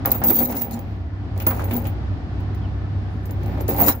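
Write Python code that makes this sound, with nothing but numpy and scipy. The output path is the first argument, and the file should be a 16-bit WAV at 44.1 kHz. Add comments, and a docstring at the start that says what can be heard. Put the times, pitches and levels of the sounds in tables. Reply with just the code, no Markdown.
"""Chains by a pickup tailgate

A camera is shifted in three moves over the tailgate of a pickup, close to hanging steel chains.
Stick-slip friction and bumps excite the hollow bed; links knock, and small steel parts tick and
ring in very high modes. An engine idles nearby under the outdoor rumble; a far bird chirps once."""
import sys
import numpy as np
from scipy import signal
from scipy.fft import rfft, irfft
from scipy.io import wavfile
from scipy.ndimage import uniform_filter1d

SR = 44100
rng = np.random.default_rng(int(sys.argv[2]) if len(sys.argv) > 2 else 0)


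def dump_mix(stems):
    """Bounce the given channels to the path in sys.argv[1] as a 16-bit WAV at rate SR."""
    frames = np.atleast_2d(stems).T  # one column per channel
    limited = np.clip(frames, -1, 1)  # hard clip at full scale
    pcm = np.round(limited * 32767).astype(np.int16)
    wavfile.write(sys.argv[1], SR, pcm)


N = 176400


def undb(db):
    """Decibels to amplitude ratio."""
    return 10 ** (np.asarray(db) / 20)


def unit(x):
    """Normalisation to rms 1."""
    return x / np.sqrt(np.mean(x ** 2) + 1e-20)


def curve(rows, column=1):
    """Amplitude envelope from one dB column; silent outside its span."""
    rows = np.array(rows)
    return undb(np.interp(np.arange(N) / SR, rows[:, 0], rows[:, column], left=-200, right=-200))


def swell(middle_s, half_s):
    """Gaussian envelope."""
    return np.exp(-((np.arange(N) / SR - middle_s) / half_s) ** 2)


def response(points):
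    """Magnitude response through (frequency_hz, gain_db) points."""
    hz, db = np.array(points).T
    return undb(np.interp(np.log(np.arange(N // 2 + 1) * SR / N + 1), np.log(hz), db))


def colour(x, points):
    """Minimum-phase filtering to a given spectral shape, at rms 1."""
    cepstrum = irfft(np.log(response(points)), N)
    cepstrum[1:N // 2] *= 2
    cepstrum[N // 2 + 1:] = 0
    return unit(irfft(rfft(x) * np.exp(rfft(cepstrum)), N))


def noise():
    """Two uncorrelated white noises."""
    return rng.standard_normal((2, N))


def walk(rate_hz):
    """Smooth random modulation at rms 1."""
    hold = int(SR / rate_hz)
    steps = np.repeat(rng.standard_normal(N // hold + 1), hold)
    return unit(uniform_filter1d(uniform_filter1d(steps, hold), hold)[:N])


def fade(t60):
    """Exponential decay, 60 dB in t60 seconds, cut at a quarter second."""
    return np.exp(-np.log(1000) * np.arange(SR // 4) / SR / max(t60, 1e-3))


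def mode(hz, t60, phase=0):
    """Free vibration of a damped oscillator."""
    return fade(t60) * np.sin(2 * np.pi * hz * np.arange(SR // 4) / SR + phase)


def knock(hz, t60, scatter, count=20):
    """Impulse response of one main mode in a dense cluster, as mid and side."""
    neighbours_hz = hz * np.exp(scatter * rng.uniform(-1, 1, count))
    cluster = sum(rng.standard_normal((2, 1)) * mode(f, t60) for f in neighbours_hz)
    return cluster / np.sqrt(count) + np.array([[.5], [0]]) * mode(hz, t60)


def contacts(per_s, scatter_db):
    """Poisson train of tiny uneven impacts, each shared at random between two channels."""
    hit = rng.random(N) < per_s / SR
    size = undb(scatter_db * np.minimum(rng.exponential(size=N), 4))
    angle = 2 * np.pi * rng.random(N)
    return unit(hit * size * np.array([np.cos(angle), np.sin(angle)]))


def ring(force, body):
    """Forced vibration: convolution with a body's impulse response at unit energy."""
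    body = body / np.sqrt(np.sum(body ** 2, axis=1, keepdims=True))
    return signal.fftconvolve(force, body, axes=1)[:, :N]


def add(out, start_s, sound):
    """Superposition of a sound at its onset."""
    i = max(int(start_s * SR), 0)
    out[:, i:i + sound.shape[1]] += sound[:, :N - i]


# Stereo width: frequency_hz, side_minus_mid_db
WIDTH = [(60, -5.5), (200, -14), (380, -8.5), (700, -4.5), (1300, -0.5), (2400, 2.5), (15000, -3.5)]
def spread(pair):
    """Mid-side stereo: left and right are more coherent in the bass than in the treble."""
    width = response(WIDTH)
    weights = np.array([np.ones_like(width), width]) / np.hypot(1, width)
    mid, side = irfft(rfft(pair) * weights, N)
    return np.array([mid + side, mid - side])


# Spectrum of the open air: frequency_hz, relative_db
AIR_SPECTRUM = [(20, -42), (48, -9.5), (120, -9.5), (205, -17.5), (291, -18), (510, -32), (762, -26.5),
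                (826, -31.5), (1110, -34.5), (4830, -52), (8600, -73), (11000, -77.5), (15600, -108)]
# Its envelope: time_s, level_db
AIR_LEVEL = [(0, -27), (.5, -35), (1.15, -32), (1.9, -30), (3.3, -30.5), (3.8, -26.5), (4, -37)]
def outdoors():
    """Broadband ambient noise: a gently wavering rumble with faint hiss."""
    return spread(colour(noise(), AIR_SPECTRUM)) * curve(AIR_LEVEL) * undb(1.1 * walk(9.03))


# Engine tones: harmonic_number, relative_db
IDLE_HARMONICS = [(2, -34.5), (3, -31), (4, -56.5), (9, -48.5)]
# Engine envelope: time_s, gain_db
IDLE_GAIN = [(0, -3.5), (.28, 1), (.36, -9), (.68, -7.5), (.85, 0), (1.5, 2), (3.8, 2), (4, -6)]
def engine(firing_hz=32.72, wander=0.00703, lope_hz=86.83, lope_width_hz=26):
    """Periodic firing gives harmonics and pulsed clatter; narrowband noise adds an uneven lope."""
    phase = 2 * np.pi * np.cumsum(firing_hz * (1 + wander * walk(5.004))) / SR
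    tones = 0
    for harmonic, db in IDLE_HARMONICS:
        amplitude = np.sqrt(2) * undb(db + 2 * walk(15))
        tones += amplitude * np.sin(harmonic * phase + 2 * np.pi * rng.random())
    lope_phase = 2 * np.pi * lope_hz * np.arange(N) / SR
    lope = unit(walk(lope_width_hz) * np.sin(lope_phase + walk(lope_width_hz)))
    firings = noise() * (1 + np.cos(phase)) * undb(2 * walk(20))
    clatter = spread(unit(ring(firings, knock(hz=1745, t60=0.18, scatter=0.31))))
    return (tones + undb(-36) * lope + undb(-57.5) * clatter) * curve(IDLE_GAIN)


# Envelopes, one list per move: time_s, scrape_gain_db, grit_gain_db, jingle_gain_db
MOVE_ENVELOPES = [
    [(.045, -53, -55, -70), (.057, -29.5, -47, -24), (.16, -31.5, -48.5, -27), (.21, -42.5, -52.5, -32),
     (.228, -23.5, -66, -52), (.25, -23.5, -54, -10.5), (.31, -30.5, -36, -16), (.335, -38.5, -48, -15.5),
     (.425, -26, -36.5, -13), (.46, -33, -44, -14), (.48, -38, -54, -33), (.497, -29, -46.5, -32),
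     (.62, -35, -50, -22), (.69, -39, -60, -53), (.745, -36.5, -41, -34), (.79, -38.5, -64, -51),
     (1.05, -67, -100, -81)],
    [(1.36, -36, -58, -62), (1.425, -40.5, -55, -28), (1.455, -37, -60, -51), (1.475, -33, -34, -31),
     (1.52, -35, -46, -38), (1.57, -34, -45.5, -35), (1.605, -29, -45.5, -37), (1.68, -36, -55.5, -58),
     (1.765, -29.5, -42.5, -20), (1.82, -38.5, -53, -37), (1.87, -35.5, -49.5, -43), (1.97, -49, -94, -80)],
    [(3.1, -60, -72, -74.5), (3.57, -35.5, -71.5, -55), (3.615, -52, -59, -59), (3.67, -46, -67, -65),
     (3.69, -27.5, -44, -38.5), (3.75, -30.5, -49, -39), (3.785, -26.5, -38, -19), (3.8, -19, -33.5, -12.5),
     (3.855, -28.5, -37.5, -14.5), (3.893, -20.5, -29.5, -12), (3.915, -31, -37, -28),
     (3.95, -40, -57, -33), (4.0, -43.5, -61, -44)],
]
# Spectrum of the hollow bed: frequency_hz, relative_db
BED_SPECTRUM = [(60, -21.5), (150, -12), (240, -2.5), (330, -3), (600, -8.5), (900, -9), (1100, -20.5),
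                (1700, -24), (2200, -20.5), (3400, -36.5), (7000, -45.5)]
# Its panel modes: pitch_hz, t60_s, relative_db
PANEL_MODES = [(242, 0.3, -0.5), (263, 0.084, -3.5), (288, 0.13, 1.5), (548.2, 0.21, -1), (695, 0.15, -7),
               (795.4, 0.08, -1), (1237, 0.1, -14.5)]
# Bumps against it: start_s, level_db, pitch_hz
BED_BUMPS = [(.217, -24.5, 763), (.302, -21, 340), (.408, -25.5, 559), (.495, -26.5, 424),
             (1.467, -22, 328), (1.528, -33, 503), (3.293, -31.5, 380), (3.575, -29.5, 600),
             (3.603, -28.5, 420), (3.687, -19, 400), (3.815, -22, 515), (3.85, -20, 269.5),
             (3.881, -26.5, 294)]
def bed(bump_t60_s=0.15):
    """Stick-slip friction and impacts drive the bed's panel modes; a bump also rings the struck spot."""
    push = undb(-1.5) * sum(curve(move) for move in MOVE_ENVELOPES)
    blows, spots = np.zeros((1, N)), np.zeros((2, N))
    for start, db, hz in BED_BUMPS:
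        add(blows, start, undb(db - 3.5) * fade(bump_t60_s)[None])
        add(spots, start, undb(db) * knock(hz, bump_t60_s, scatter=0.351))
    slips = contacts(per_s=900, scatter_db=3)
    scrape = push * colour(slips, BED_SPECTRUM)
    thuds = blows * colour(noise(), BED_SPECTRUM)
    force = push * slips + blows * noise()
    panels = sum(undb(db) / np.sqrt(t60) * mode(hz, t60) for hz, t60, db in PANEL_MODES)
    return spread(scrape + spots + thuds + undb(-2) * ring(force, panels[None]))


def link(count=26):
    """Impulse response of damped chain links: dense modes at random pitches."""
    pitches_hz = rng.uniform(1400, 12500, count)
    modes = sum(rng.standard_normal((2, 1)) * mode(hz, t60=0.082) for hz in pitches_hz)
    return modes * np.sqrt(2 / count)


# High modes of a small steel part: pitch_hz, relative_db
STEEL_MODES = [(14030, -2), (14095, -6), (14185, -12), (14540, -4), (14665, -4), (15270, -14), (15490, 3),
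               (15575, -7)]
def steel(t60, detune_hz=11, rise_s=0.0009):
    """Modal ringing of steel: each strike weights the modes anew on each side."""
    out = 0
    for hz, db in STEEL_MODES:
        gain = undb(db - 5 * rng.standard_normal((2, 1)))
        pitch_hz = hz + detune_hz * rng.standard_normal()
        out += gain * mode(pitch_hz, t60, phase=2 * np.pi * rng.random((2, 1)))
    out *= 1 - np.exp(-np.arange(SR // 4) / SR / rise_s)  # the ring swells in over about a millisecond
    energy = np.mean(np.sum(out ** 2, axis=1))
    return out * np.sqrt(np.sum(fade(t60) ** 2) / energy)


# Spectrum of a dry metal contact: frequency_hz, relative_db
TICK_SPECTRUM = [(200, -21.5), (2000, -2.5), (3200, -14), (4250, 2.5), (5400, -5), (7100, 3), (8500, -15.5),
                 (10100, 3.5), (11400, 1), (12900, -5.5), (16000, -11.5)]
def rattle():
    """Random excitation: in each move, tiny impacts crackle in link after link and ring the steel."""
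    grains = contacts(per_s=450, scatter_db=3.5)
    links = unit(sum(ring(grains * walk(20) ** 2, link(count=40)) for _ in range(5)))
    grit = colour(grains + undb(1) * links, TICK_SPECTRUM)
    jingle = unit(ring(contacts(per_s=180, scatter_db=3.5), steel(t60=0.077)))
    grit_gain = undb(0.5) * sum(curve(move, column=2) for move in MOVE_ENVELOPES)
    jingle_gain = undb(-6) * sum(curve(move, column=3) for move in MOVE_ENVELOPES)
    return grit_gain * grit + jingle_gain * jingle


# Knocks between heavy links: start_s, level_db, pitch_hz
LINK_KNOCKS = [(.051, -23, 1097), (.138, -35, 1160), (.218, -31.5, 1300), (.301, -30, 1290),
               (.524, -38.5, 1510), (.612, -43.5, 2420), (1.401, -36.5, 2133), (1.466, -26, 1090),
               (1.507, -27.5, 1100), (1.594, -28.5, 995), (1.71, -34.5, 2270), (1.853, -40, 2404),
               (3.791, -25, 910), (3.882, -21.5, 1150)]
def clacks(t60=0.18):
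    """Collisions of heavy links: a band of decaying noise and a modal ring, each at its own pitch."""
    out = np.zeros((2, N))
    for start, db, hz in LINK_KNOCKS:
        band = signal.butter(2, [hz / 2, hz * 2 ** .5], "bandpass", fs=SR, output="sos")
        crunch = fade(t60) * unit(signal.sosfilt(band, rng.standard_normal((2, SR // 4))))
        add(out, start, undb(db) * (crunch + undb(-5) * knock(hz, t60, scatter=.5)))
    return spread(out)


# Light metal contacts: start_s, tick_db, ring_db, ring_t60_s
STEEL_STRIKES = [(0.0575, -26.5, -7, 0.018), (0.073, -36, -23, .06), (0.106, -30.5, -28, .05),
                 (.116, -24, -5, 0.04), (0.155, -39, -36, 0.24), (0.238, -23.5, -11, 0.066),
                 (0.282, -26, -11, 0.13), (0.303, -23, -7, 0.043), (0.352, -26.5, -15, 0.13),
                 (.421, -44, -20, 0.13), (.505, -37, -27, .08), (0.524, -30.5, -38, .08),
                 (.567, -31.5, -22, 0.23), (.619, -30, -18.5, .14), (0.71, -37.5, -33, 0.11),
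                 (0.791, -40.5, -36.5, 0.092), (1.377, -38.5, -38, .05), (1.401, -33.5, -33, .08),
                 (1.423, -37, -40, .08), (1.4665, -22, -10.5, 0.16), (1.51, -32.5, -29, 0.091),
                 (1.642, -37, -30, 0.13), (1.71, -36, -34, 0.1), (1.735, -35, -24, 0.12),
                 (1.869, -40, -28, 0.099), (2.403, -56, -59, .1), (2.547, -47, -52, .12),
                 (3.256, -43.5, -39, 0.078), (3.309, -39.5, -36, 0.075), (3.432, -45, -51, 0.089),
                 (3.460, -42.5, -46, 0.22), (3.608, -36.5, -31.5, 0.084), (3.681, -29, -25, .08),
                 (3.691, -32, -17, 0.13), (3.735, -37.5, -25, 0.09), (3.764, -32.5, -31, 0.087),
                 (3.864, -28, -18, .12), (3.882, -21, -15.5, 0.13), (3.889, -22, -12, .1)]
def clinks():
    """Impulsive excitation: a broadband tick, then free decay of link modes and high steel modes."""
    rings, ticks = np.zeros((2, N)), np.zeros((1, N))
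    for start, tick_db, ring_db, t60 in STEEL_STRIKES:
        add(rings, start, undb(ring_db) * steel(t60) + undb(tick_db - 13.5) * link())
        add(ticks, start, undb(tick_db) * fade(t60=0.018)[None])
    return rings + ticks * colour(noise(), TICK_SPECTRUM)


# Panel groans: middle_s, half_length_s, pitch_hz, level_db
PANEL_GROANS = [(0.365, 0.083, 289.7, -30), (0.432, 0.25, 237.8, -29), (0.757, 0.038, 232.5, -23.5),
                (1.502, 0.042, 235, -29.5), (1.761, 0.048, 237.4, -26.5), (3.587, 0.29, 368.3, -37)]
def groan(wander=0.0273):
    """Friction-driven oscillation: dragging sustains single panel modes, unsteadily."""
    out = 0
    for middle, half, hz, db in PANEL_GROANS:
        phase = 2 * np.pi * np.cumsum(hz * (1 + wander * walk(60))) / SR
        out += undb(db + 2 * walk(50)) * swell(middle, half) * np.sin(phase)
    return out


def bird(middle_s=2.65, half_s=.03, from_hz=3400, to_hz=2600):
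    """A faint falling frequency sweep; random amplitude modulation gives the blur of distance."""
    hz = np.interp(np.arange(N) / SR, [middle_s - half_s, middle_s + half_s], [from_hz, to_hz])
    chirp = np.sin(2 * np.pi * np.cumsum(hz) / SR)
    return undb(-52) * swell(middle_s, half_s) * walk(400) * chirp


def scene():
    """Superposition of the nearby metal and bed with the engine, the open air and the bird."""
    return clinks() + clacks() + rattle() + bed() + groan() + engine() + outdoors() + bird()


def record(dry, low_hz=34.3, high_hz=16000):
    """Band limiting and saturation: the camera drops deep rumble, limits peaks and cuts the top."""
    highpass = signal.butter(3, low_hz, "highpass", fs=SR, output="sos")
    lowpass = signal.ellip(8, .2, 70, high_hz, fs=SR, output="sos")
    limited = np.clip(signal.sosfilt(highpass, dry), -1, 1)
    return signal.sosfilt(lowpass, limited)


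dry = scene()
out = record(dry)
dump_mix(out)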